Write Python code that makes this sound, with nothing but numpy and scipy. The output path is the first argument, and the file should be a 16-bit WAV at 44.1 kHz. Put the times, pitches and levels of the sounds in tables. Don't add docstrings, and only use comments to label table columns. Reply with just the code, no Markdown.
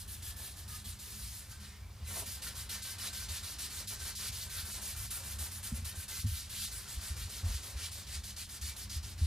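import sys
import numpy as np
from scipy import signal
from scipy.fft import rfft, irfft, next_fast_len
from scipy.io import wavfile
from scipy.ndimage import uniform_filter1d

SR = 44100
rng = np.random.default_rng(int(sys.argv[2]) if len(sys.argv) > 2 else 0)


def generate_wav(sig):
    pcm = np.round(np.clip(np.atleast_2d(sig).T, -1, 1) * 32767).astype(np.int16)
    wavfile.write(sys.argv[1], SR, pcm)


def natural_amplitude(level_db):
    exponent = np.asarray(level_db, float) / 20
    return 10 ** exponent


N = 408366
TIME_S = np.arange(N) / SR
PADDED = next_fast_len(N, True)
HZ = np.maximum(np.arange(PADDED // 2 + 1) * SR / PADDED, 1)


def rms_one(x):
    return x / np.sqrt(np.mean(x ** 2) + 1e-20)


def in_time(rows):
    s, *columns = np.transpose(rows)
    return [np.interp(TIME_S, s, column) for column in columns]


def bumps(rows):
    t = np.arange(0, N, 40) / SR
    lift_db = sum(db * np.exp(-((t - s) / half) ** 2) for s, half, db in rows)
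    return np.interp(TIME_S, t, lift_db)


def at_hz(points):
    hz, value = np.transpose(points)
    return np.interp(np.log(HZ), np.log(hz), value)


def filtered(x, response):
    return irfft(rfft(x, PADDED) * response, PADDED)[..., :N]


def coloured(x, spectrum):
    return rms_one(filtered(x, natural_amplitude(at_hz(spectrum))))


def drift(rate):
    r = np.exp(-80 * np.pi * rate / SR)
    slow = signal.lfilter([1], [1, -2 * r, r * r], rng.standard_normal(N // 40 + 2002))[2000:]
    return np.interp(np.arange(N) / 40, np.arange(len(slow)), rms_one(slow))


def resonance(x, hz, width_hz):
    r = np.exp(-np.pi * width_hz / SR)
    top = np.array([1, 0, -1]) * (1 - r * r) / 2
    return signal.lfilter(top, [1, -2 * r * np.cos(2 * np.pi * hz / SR), r * r], x)


def fibre_slips(per_s, spread_db):
    sizes = natural_amplitude(spread_db * np.minimum(rng.exponential(1, N), 5)) * rng.choice([-1, 1], N)
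    return rms_one(sizes * (rng.random(N) < per_s / SR))


# (start [s], length [s], level after the start [dB], level at the end [dB])
UP_STROKES = [(-0.03, 0.042, -53, -52), (0.219, 0.086, -51.5, -49.5), (0.556, 0.042, -57.5, -52.5),
              (0.84, 0.06, -51, -49.5), (1.487, 0.029, -58, -54), (1.9, 0.13, -70.5, -65),
              (2.256, 0.1, -46, -48.5), (2.548, 0.067, -50, -47.5), (2.817, 0.11, -46.5, -47),
              (3.123, 0.12, -46.5, -47.5), (3.426, 0.1, -48, -48), (3.696, 0.11, -49, -46.5),
              (3.991, 0.11, -49, -44), (4.317, 0.12, -48.5, -45.5), (4.646, 0.12, -48.5, -45.5),
              (4.957, 0.1, -47, -46), (5.231, 0.1, -48.5, -46.5), (5.507, 0.08, -48.5, -50),
              (5.739, 0.031, -50, -47), (5.947, 0.093, -50.5, -48), (6.26, 0.14, -50, -46.5),
              (6.71, 0.081, -48.5, -48), (7.007, 0.078, -48, -46), (7.291, 0.098, -48.5, -48),
              (7.62, 0.095, -49, -51.5), (7.91, 0.11, -48, -52.5), (8.231, 0.074, -50.5, -50),
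              (8.485, 0.087, -51, -49.5), (8.758, 0.085, -49, -50.5), (9.023, 0.098, -51.5, -53)]
# (start [s], length [s], level after the start [dB], level at the end [dB])
DOWN_STROKES = [(0.074, 0.066, -53.5, -50), (0.36, 0.11, -52, -50), (0.675, 0.088, -53, -49),
                (0.986, 0.41, -52.5, -52), (1.597, 0.05, -58, -55), (2.069, 0.13, -49, -41),
                (2.417, 0.067, -47, -45.5), (2.689, 0.061, -46, -43.5), (2.98, 0.098, -47.5, -42.5),
                (3.282, 0.089, -47.5, -44), (3.582, 0.082, -45.5, -45), (3.87, 0.069, -44.5, -45.5),
                (4.148, 0.14, -47, -43), (4.494, 0.11, -48.5, -43), (4.812, 0.099, -46.5, -44.5),
                (5.102, 0.077, -43.5, -46.5), (5.383, 0.078, -45, -45.5), (5.625, 0.056, -46, -45.5),
                (5.843, 0.054, -46, -46.5), (6.078, 0.13, -47, -45.5), (6.492, 0.16, -50, -42),
                (6.875, 0.068, -49.5, -48), (7.16, 0.07, -49, -47.5), (7.444, 0.12, -51.5, -46),
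                (7.763, 0.094, -51, -42), (8.064, 0.092, -53, -45.5), (8.36, 0.065, -49, -46),
                (8.61, 0.09, -48, -46.5), (8.892, 0.082, -49, -49), (9.175, 0.086, -54.5, -52)]
# (time [s], contact left at the turn [dB], tautness of the cloth as brightness [dB],
# freedom of the wood in the grip [dB])
HAND_HOLD = [(0.0, -59.5, 5, -6), (0.98, -58.5, -2, -4.5), (1.49, -59.5, -3.5, -4), (1.9, -64, -24, -0.5),
             (2.06, -50, 0, -3.5), (2.26, -51, -4, -5), (2.45, -56.5, -1.5, 2.5), (3.1, -52.5, -6, 1.5),
             (4.0, -54.5, -3.5, 0), (4.8, -50.5, -2, 1), (5.6, -53.5, -2, 1.5), (6.1, -57, -3.5, -2),
             (6.4, -56.5, 1.5, -5), (6.8, -52, -5, -1), (7.9, -54.5, -9, 2), (8.23, -59.5, -7, -4),
             (8.75, -57.5, -5.5, -3.5), (9.0, -63.5, -12, -5.5)]


def hand_strokes():
    usual_db, rise_down_s, rise_up_s = -47, .005, .008
    down_turn_db = -1.5
    duller_per_db = 0.55
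    start, length, first_db, last_db = np.transpose(sorted(UP_STROKES + DOWN_STROKES))
    down = np.arange(len(start)) % 2
    s, turn_db, taut_db, _ = np.transpose(HAND_HOLD)
    turn_db = np.interp(start, s, turn_db) + down_turn_db * down
    turn_db = np.minimum(turn_db, first_db - 2.5)
    bright_db = np.interp(start, s, taut_db) - duller_per_db * (last_db - first_db)

    up_to_speed = start + np.where(down, rise_down_s, rise_up_s)
    times = np.stack([start, up_to_speed, start + length], axis=1).ravel()
    level = np.stack([turn_db, first_db, last_db], axis=1).ravel()
    slowing = np.stack([turn_db - first_db, 0 * start, 0 * start], axis=1).ravel()
    rows = np.stack([np.maximum.accumulate(times), level, slowing, np.repeat(bright_db, 3)], axis=1)
    level_db, slowing_db, bright_db = in_time(rows)
    pressure_db = level_db - slowing_db - usual_db
    grip_db = in_time(HAND_HOLD)[2]
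    return level_db, slowing_db, bright_db, pressure_db, grip_db


# (frequency [Hz], level [dB per Hz])
SWISH_TONE = [(1060, -31), (1800, -5), (1950, -7), (2250, -5.5), (4270, -2), (5700, -3), (10300, 0),
              (14600, -6), (15500, -13.5)]
# (time [s], frequency [Hz], lift [dB])
CUPPED_HAND = [(0.02, 4270, 8.5), (0.11, 3900, 5.0), (0.26, 4300, 6), (0.41, 3850, 6), (0.57, 4100, 6.5),
               (0.72, 4500, 4), (0.87, 4100, 4.5), (1.19, 4760, 6), (1.5, 5100, 4.4), (1.62, 4480, 3),
               (1.96, 4600, 1.5), (2.13, 4600, -0.5), (2.31, 4600, 4), (2.45, 4100, 6.5), (2.58, 4500, 5),
               (2.72, 4300, 4.2), (2.87, 4430, 5.5), (3.03, 4170, 3), (3.18, 4700, 5.5), (3.33, 4300, 3),
               (3.47, 4480, 6.5), (3.62, 4800, 4), (3.75, 4700, 4), (3.91, 4930, 5), (4.05, 5000, 4.5),
               (4.22, 4350, 6), (4.38, 4740, 4.5), (4.55, 4500, 3.5), (4.71, 4730, 3.5), (4.86, 4930, 4.5),
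               (5.01, 4100, 2), (5.14, 4600, 3.5), (5.28, 4430, 1.5), (5.42, 5060, 3.5), (5.54, 4600, 4),
               (5.65, 4900, 1.5), (5.75, 4800, 1.2), (5.87, 4320, 5.1), (5.99, 4500, 2.1), (6.14, 4600, 4),
               (6.33, 4300, 6), (6.57, 4240, 6.5), (6.75, 4940, 3.5), (6.91, 4700, 4.0), (7.04, 4900, 3),
               (7.2, 4800, 2.5), (7.34, 4400, 3), (7.5, 4800, 2.5), (7.67, 4900, 3.5), (7.81, 4670, 0),
               (7.96, 4650, 4.5), (8.11, 4600, 3.5), (8.27, 5100, 5), (8.39, 4800, 4), (8.53, 5000, 3),
               (8.65, 4770, 6.1), (8.8, 4970, 5.5), (8.93, 4770, 8), (9.07, 5130, 3.5), (9.21, 4430, 4.5)]


def swish(level_db, slowing_db, bright_db, pressure_db):
    air_loss_db, air_loss_after_db, air_return_s = 2.5, 2, .004
    fuller_per_db = -0.01
    flicker_db = 1.4
    echo_s, echo_wander_s, echo_db = .0028, .0005, -11

    slowed = 1 - np.exp(slowing_db / air_loss_after_db)
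    keep = np.exp(-1 / (air_return_s * SR))
    slowed = np.maximum(slowed, signal.lfilter([1 - keep], [1, -keep], slowed))

    spectrum = rfft(coloured(fibre_slips(per_s=15000., spread_db=2.0), SWISH_TONE), PADDED)
    cup_hz, cup_db = in_time(CUPPED_HAND)
    third = np.clip(3 * np.log2(HZ / 4000), -4, 6)
    cup = 3 * np.log2(cup_hz / 4000)
    out = np.zeros(N)
    for centre in range(-4, 7):
        band = irfft(spectrum * np.clip(1 - abs(third - centre), 0, 1), PADDED)[:N]
        tilt_db = (max(centre, 1) - 2.5) / 4.63 * (bright_db + 7.5)
        dull_db = (0.19 + 0.074 * centre) * slowing_db
        full_db = fuller_per_db * max(1 - centre, 0) * pressure_db
        hollow_db = cup_db * np.exp(-((centre - cup) / 1.7) ** 2)
        thin_db = -air_loss_db * max(centre - 3, 0) * slowed
        out += band * natural_amplitude(tilt_db + dull_db + full_db + hollow_db + thin_db + flicker_db * drift(23.0))

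    delay = SR * (echo_s + echo_wander_s * drift(1.5))
    out = out + natural_amplitude(echo_db) * np.interp(np.arange(N) - delay, np.arange(N), out)
    return natural_amplitude(level_db + 2.28 + 0.18 * drift(21.0)) * out


# (time [s], half length [s], frequency [Hz], level [dB])
SINGING_PITCHES = [(0.28, .05, 1728, -61), (0.43, .07, 1728, -62), (0.74, .05, 1740, -63),
                   (0.74, .05, 1240, -63), (0.27, .05, 3330, -60), (0.02, .01, 3330, -62),
                   (0.86, .03, 3330, -62), (1.56, .03, 1560, -66), (1.63, .03, 1563, -66),
                   (1.64, .04, 1830, -66), (1.77, .04, 1840, -67), (1.85, .07, 2280, -69),
                   (2.08, .03, 2050, -64), (1.73, .08, 2120, -65), (2.47, .04, 1800, -59),
                   (2.76, .05, 1800, -59), (2.85, .08, 1563, -61), (3.2, .08, 1563, -62),
                   (3.35, .05, 1800, -61), (4.04, .07, 1563, -60), (4.27, .06, 2300, -60),
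                   (4.55, .08, 1563, -62), (5.15, .05, 1378, -62), (5.98, .06, 1563, -62),
                   (6.16, .07, 1563, -64), (6.16, .05, 2052, -62), (5.92, .03, 1800, -62),
                   (6.6, .06, 1600, -62), (7.85, .05, 2300, -60), (8.15, .05, 1800, -63),
                   (8.68, .06, 2300, -62), (0.58, .03, 1728, -68), (3.07, .035, 3900, -53),
                   (3.63, .04, 4300, -55), (4.26, .035, 4300, -53), (6.6, .055, 3350, -51),
                   (6.6, .04, 3950, -52), (8.4, .035, 4750, -52), (8.66, .045, 4500, -51),
                   (8.905, .01, 4600, -51), (8.95, .035, 5000, -55)]


def singing(slips):
    out = np.zeros(N)
    for s, half, hz, db in SINGING_PITCHES:
        span = np.arange(round((s - 2 * half) * SR), round((s + 2 * half) * SR))
        swell = np.exp(-((span / SR - s) / half) ** 2)
        width_hz = 36 * (hz / 1700) ** 2
        out[span] += natural_amplitude(db - 3) * swell * rms_one(resonance(slips[span], hz, width_hz))
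    return out


def ringing(slips, modes):
    return rms_one(sum(natural_amplitude(db + 2.2 * drift(4.)) * resonance(slips, hz, width) for hz, width, db in modes))


# (frequency [Hz], width [Hz], level [dB])
UPRIGHT_MODES = [(1240, 40, -8), (1728, 38, 0), (3330, 90, -2)]
# (frequency [Hz], width [Hz], level [dB])
GRIPPED_MODES = [(1378, 36, -4), (1563, 26, 1), (1800, 42, 0), (2052, 38, -3), (2300, 40, -2)]
# (frequency [Hz], width [Hz], level [dB])
ROLLED_MODES = [(1378, 40, -6), (1563, 40, -6), (1800, 34, 0), (2052, 40, -6), (2300, 34, 1)]
# (frequency [Hz], level [dB per Hz])
BODY_TONE = [(700, -13.5), (1100, -5), (1500, -3.5), (2000, -11.5), (2600, -15), (4000, -18)]
# (time [s], half length [s], lift [dB])
CLOTH_CATCHES = [(0.28, 0.047, 4), (0.43, 0.065, -9), (0.74, 0.13, 2), (1.57, 0.082, 21), (1.83, 0.11, 8),
                 (2.13, 0.12, 14), (2.47, 0.035, 14), (2.75, 0.046, 9), (3.04, 0.049, -1),
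                 (4.06, 0.054, 12), (6.19, 0.066, 11), (6.35, 0.047, 19), (6.63, 0.053, 4)]


def wood(slowing_db, pressure_db, grip_db):
    lowered_s, rolled_s = 1.2, 7.3
    slips = fibre_slips(per_s=3000., spread_db=2.5)
    catch_db = bumps(CLOTH_CATCHES)
    held = np.clip((TIME_S - lowered_s) / 0.26, 0, 1)
    rolled = np.clip((TIME_S - rolled_s) / 0.3, 0, 1)
    in_grip = (1 - rolled) * ringing(slips, GRIPPED_MODES) + rolled * ringing(slips, ROLLED_MODES)
    modes = (1 - held) * ringing(slips, UPRIGHT_MODES) + held * in_grip
    modes_db = -68.5 + 0.92 * pressure_db + 0.32 * catch_db + 0.46 * grip_db
    body_db = -59.5 + 0.42 * pressure_db + 0.18 * catch_db + grip_db + 1.64 * drift(9.0)
    limb = natural_amplitude(modes_db) * modes + natural_amplitude(body_db) * coloured(slips, BODY_TONE)
    return natural_amplitude(0.84 * slowing_db) * limb + singing(slips)


# (frequency [Hz], level [dB per Hz])
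RUSTLE_TONE = [(200, -8), (330, -6.5), (600, -4.5), (1100, -6.5), (1600, -19), (2500, -69)]
# (time [s], half length [s], lift [dB])
CLOTH_BRUSHES = [(0.46, 0.14, 5), (2.16, 0.11, 13), (4.77, 0.094, 4), (5.21, 0.013, 5), (6.14, 0.03, 4),
                 (6.68, 0.02, 7), (7.445, 0.014, 2.5), (7.47, 0.035, 10.5), (7.7, 0.065, 8),
                 (7.85, 0.049, 1), (9.21, 0.039, 6)]


def rustle(slowing_db, pressure_db, grip_db):
    level_db = -67 + 0.099 * pressure_db + 0.88 * grip_db + bumps(CLOTH_BRUSHES) + 0.031 * slowing_db
    slips = fibre_slips(per_s=4000., spread_db=2.0)
    return natural_amplitude(level_db + 2.9 * drift(20.0)) * coloured(slips, RUSTLE_TONE)


def rubbing():
    level_db, slowing_db, bright_db, pressure_db, grip_db = hand_strokes()
    out = swish(level_db, slowing_db, bright_db, pressure_db)
    return out + wood(slowing_db, pressure_db, grip_db) + rustle(slowing_db, pressure_db, grip_db)


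# (time [s], peak [dB], frequency [Hz], swell time [s])
SOFT_THUMPS = [(0.859, -45, 78, 0.028), (1.201, -42, 61.7, 0.03), (1.804, -42.5, 86.5, 0.031),
               (2.024, -42, 70.6, 0.025), (2.272, -45, 88, 0.014), (3.296, -40, 79, 0.016),
               (4.293, -39.5, 77.6, 0.015), (4.626, -39, 74, 0.018), (5.334, -35, 73.5, 0.014),
               (5.718, -31.5, 69, 0.02), (5.775, -38.5, 84.5, 0.021), (5.819, -38, 76, 0.018),
               (5.859, -37, 76, 0.01), (5.969, -35, 80.6, 0.015), (6.185, -38, 75, 0.011),
               (6.967, -32.5, 61, 0.013), (6.27, -45, 46, 0.024), (7.428, -27, 84.5, 0.025),
               (7.44, -36, 46, 0.03), (7.489, -33.5, 53, 0.022), (7.54, -29.5, 69, 0.015),
               (7.747, -33.5, 63.5, 0.015), (7.829, -38.5, 82, 0.015), (8.161, -37, 67.5, 0.021),
               (8.958, -31.5, 70, 0.016), (9.209, -23.5, 77.4, 0.024)]
# (time [s], peak [dB], frequency [Hz], swell time [s])
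SHARP_KNOCKS = [
    (5.401, -40, 76, 0.021),
    (6.243, -25, 94.3, 0.01),
    (6.271, -29, 91.5, 0.013),
    (6.318, -30, 77.5, 0.011),
    (7.104, -33.5, 69, 0.013),
    (8.615, -35.5, 72, 0.022),
]
# (time [s], peak [dB])
HARD_TAPS = [(0.859, -57), (2.272, -57), (4.291, -55), (4.628, -63), (5.401, -54), (5.716, -38),
             (5.775, -54), (5.816, -52), (6.243, -40.5), (7.104, -58), (7.435, -50), (7.487, -51),
             (9.208, -48.5)]
TAP_MODES = [138, 223]


def thumps():
    out = np.zeros(N + SR)
    t = np.arange(SR // 4) / SR
    upper = sum(np.sin(2 * np.pi * hz * t) for hz in TAP_MODES)
    upper = upper * (t / 0.01 * np.exp(1 - t / 0.011)) ** 1.74
    sounds = [(s, natural_amplitude(peak_db) * upper) for s, peak_db in HARD_TAPS]
    for rows, roundness in ((SOFT_THUMPS, 2.05), (SHARP_KNOCKS, .9)):
        for s, peak_db, hz, swell_s in rows:
            swell = (t / swell_s * np.exp(1 - t / swell_s)) ** roundness
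            sounds.append((s, natural_amplitude(peak_db) * swell * np.sin(2 * np.pi * hz * t)))
    for s, sound in sounds:
        at = round((s - .001) * SR)
        out[at:at + len(t)] -= sound
    return out[:N]


def shop(x):
    t60_s = 0.12
    t = np.arange(SR // 2) / SR
    tail = rng.standard_normal(len(t)) * natural_amplitude(-60 * t / t60_s) * (t > .006)
    tail = signal.lfilter([.5], [1, -.5], tail)
    return signal.fftconvolve(x, tail / np.sqrt(np.sum(tail ** 2)))[:N]


# (frequency [Hz], level [dB per Hz])
FLOOR_TONE = [(20, -43), (40, -6), (60, 2.5), (90, 2.5), (115, -7), (150, -13), (300, -52)]
# (time [s], half length [s], lift [dB])
FLOOR_SHUDDERS = [(0.12, 0.22, 1), (1.21, .1, 2.5), (2.1, 0.19, 3.5), (2.6, 0.15, 2.5), (3.0, 0.12, -3.5),
                  (3.85, 0.26, -0.5), (4.28, 0.13, 1.5), (5.0, 0.1, 5), (5.39, 0.17, 2.5),
                  (6.6, 0.13, -1.5), (7.22, 0.1, 6), (8.28, 0.09, 2), (9.13, 0.22, 5.5)]
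# (frequency [Hz], level [dB per Hz])
AIR_TONE = [(100, -44), (170, 6.5), (230, -3.5), (270, -1.5), (400, -17), (700, -5), (1800, -4),
            (4000, -14), (9000, -54), (16000, -61)]
# (time [s], half length [s], lift [dB])
ROOM_SWELLS = [
    (0.4, 0.6, 2.5),
    (2.3, 0.89, -4.5),
    (3.6, 0.12, 6.5),
    (4.7, 0.33, -5),
    (6.0, 0.5, -1),
    (9.0, 0.44, 3.5),
]
# (frequency [Hz], width [Hz], level [dB])
MOTOR_HUM = [(204.1, 5.1, -65), (301, 14.5, -76.5), (405.5, 1.8, -77.5)]


def background():
    rumble_db = -50.5 + bumps(FLOOR_SHUDDERS) + 0.85 * drift(3.1)
    rumble = natural_amplitude(rumble_db) * coloured(rng.standard_normal(N), FLOOR_TONE)
    swell_db = bumps(ROOM_SWELLS)
    air = natural_amplitude(-66.5 + swell_db) * coloured(rng.standard_normal(N), AIR_TONE)
    hum = np.zeros(N)
    for hz, width, db in MOTOR_HUM:
        tone = rms_one(resonance(rng.standard_normal(N), hz, width))
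        hum += natural_amplitude(db + (hz > 250) * swell_db) * tone
    hiss = natural_amplitude(-61.5) * filtered(rng.standard_normal(N), HZ / np.hypot(HZ, 4000))
    return rumble + air + hum + hiss


# (frequency [Hz], likeness [0-1])
PORT_LIKENESS = [(30, .96), (70, .999), (125, .962), (250, .905), (600, .925), (1400, .965), (2200, .93),
                 (3000, .93), (5000, .84), (9000, .76), (13000, .57), (16000, .55)]


def scene():
    left_lag_s, shop_db = 21e-6, -14
    shared, other = rubbing(), rubbing()
    shared = shared + natural_amplitude(shop_db) * shop(shared) + background() + thumps()
    other = other + natural_amplitude(shop_db) * shop(other) + background()
    alike = np.clip(at_hz(PORT_LIKENESS), 0, 1)
    mid = filtered(shared, np.sqrt((1 + alike) / 2))
    side = filtered(other, np.sqrt((1 - alike) / 2))
    half_lag = np.exp(-1j * np.pi * HZ * left_lag_s)
    return np.array([filtered(mid + side, half_lag), filtered(mid - side, 1 / half_lag)])


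def top_cut(x):
    return signal.sosfilt(signal.butter(12, 15940, fs=SR, output="sos"), x)


# (time [s], length [s], share lost [0-1])
BRIEF_GAPS = [(2.835, .025, .9), (3.885, .035, .93), (4.045, .012, .8), (4.168, .032, .96),
              (4.73, .018, .92), (5.08, .03, .85), (6.215, .022, .93), (6.61, .018, .85),
              (6.666, .022, .95), (7.566, .018, .85), (7.865, .022, .6), (7.94, .03, .6), (8.46, .02, .88)]
# (frequency [Hz], share [0-1])
GAP_TONE = [(220, 0.1), (380, 1), (700, 1), (1200, 0.8), (2600, 0.25), (4000, 0)]


def record(dry):
    cut = signal.sosfilt(signal.ellip(9, .5, 65, 15400, fs=SR, output="sos"), dry)
    lost = np.zeros(N)
    for s, length, share in BRIEF_GAPS:
        lost[round((s - length / 2) * SR):round((s + length / 2) * SR)] = share
    lost = uniform_filter1d(lost, size=300)
    mix = cut - lost * filtered(cut, np.clip(at_hz(GAP_TONE), 0, 1))
    return top_cut(mix)


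dry = scene()
out = record(dry)
generate_wav(out)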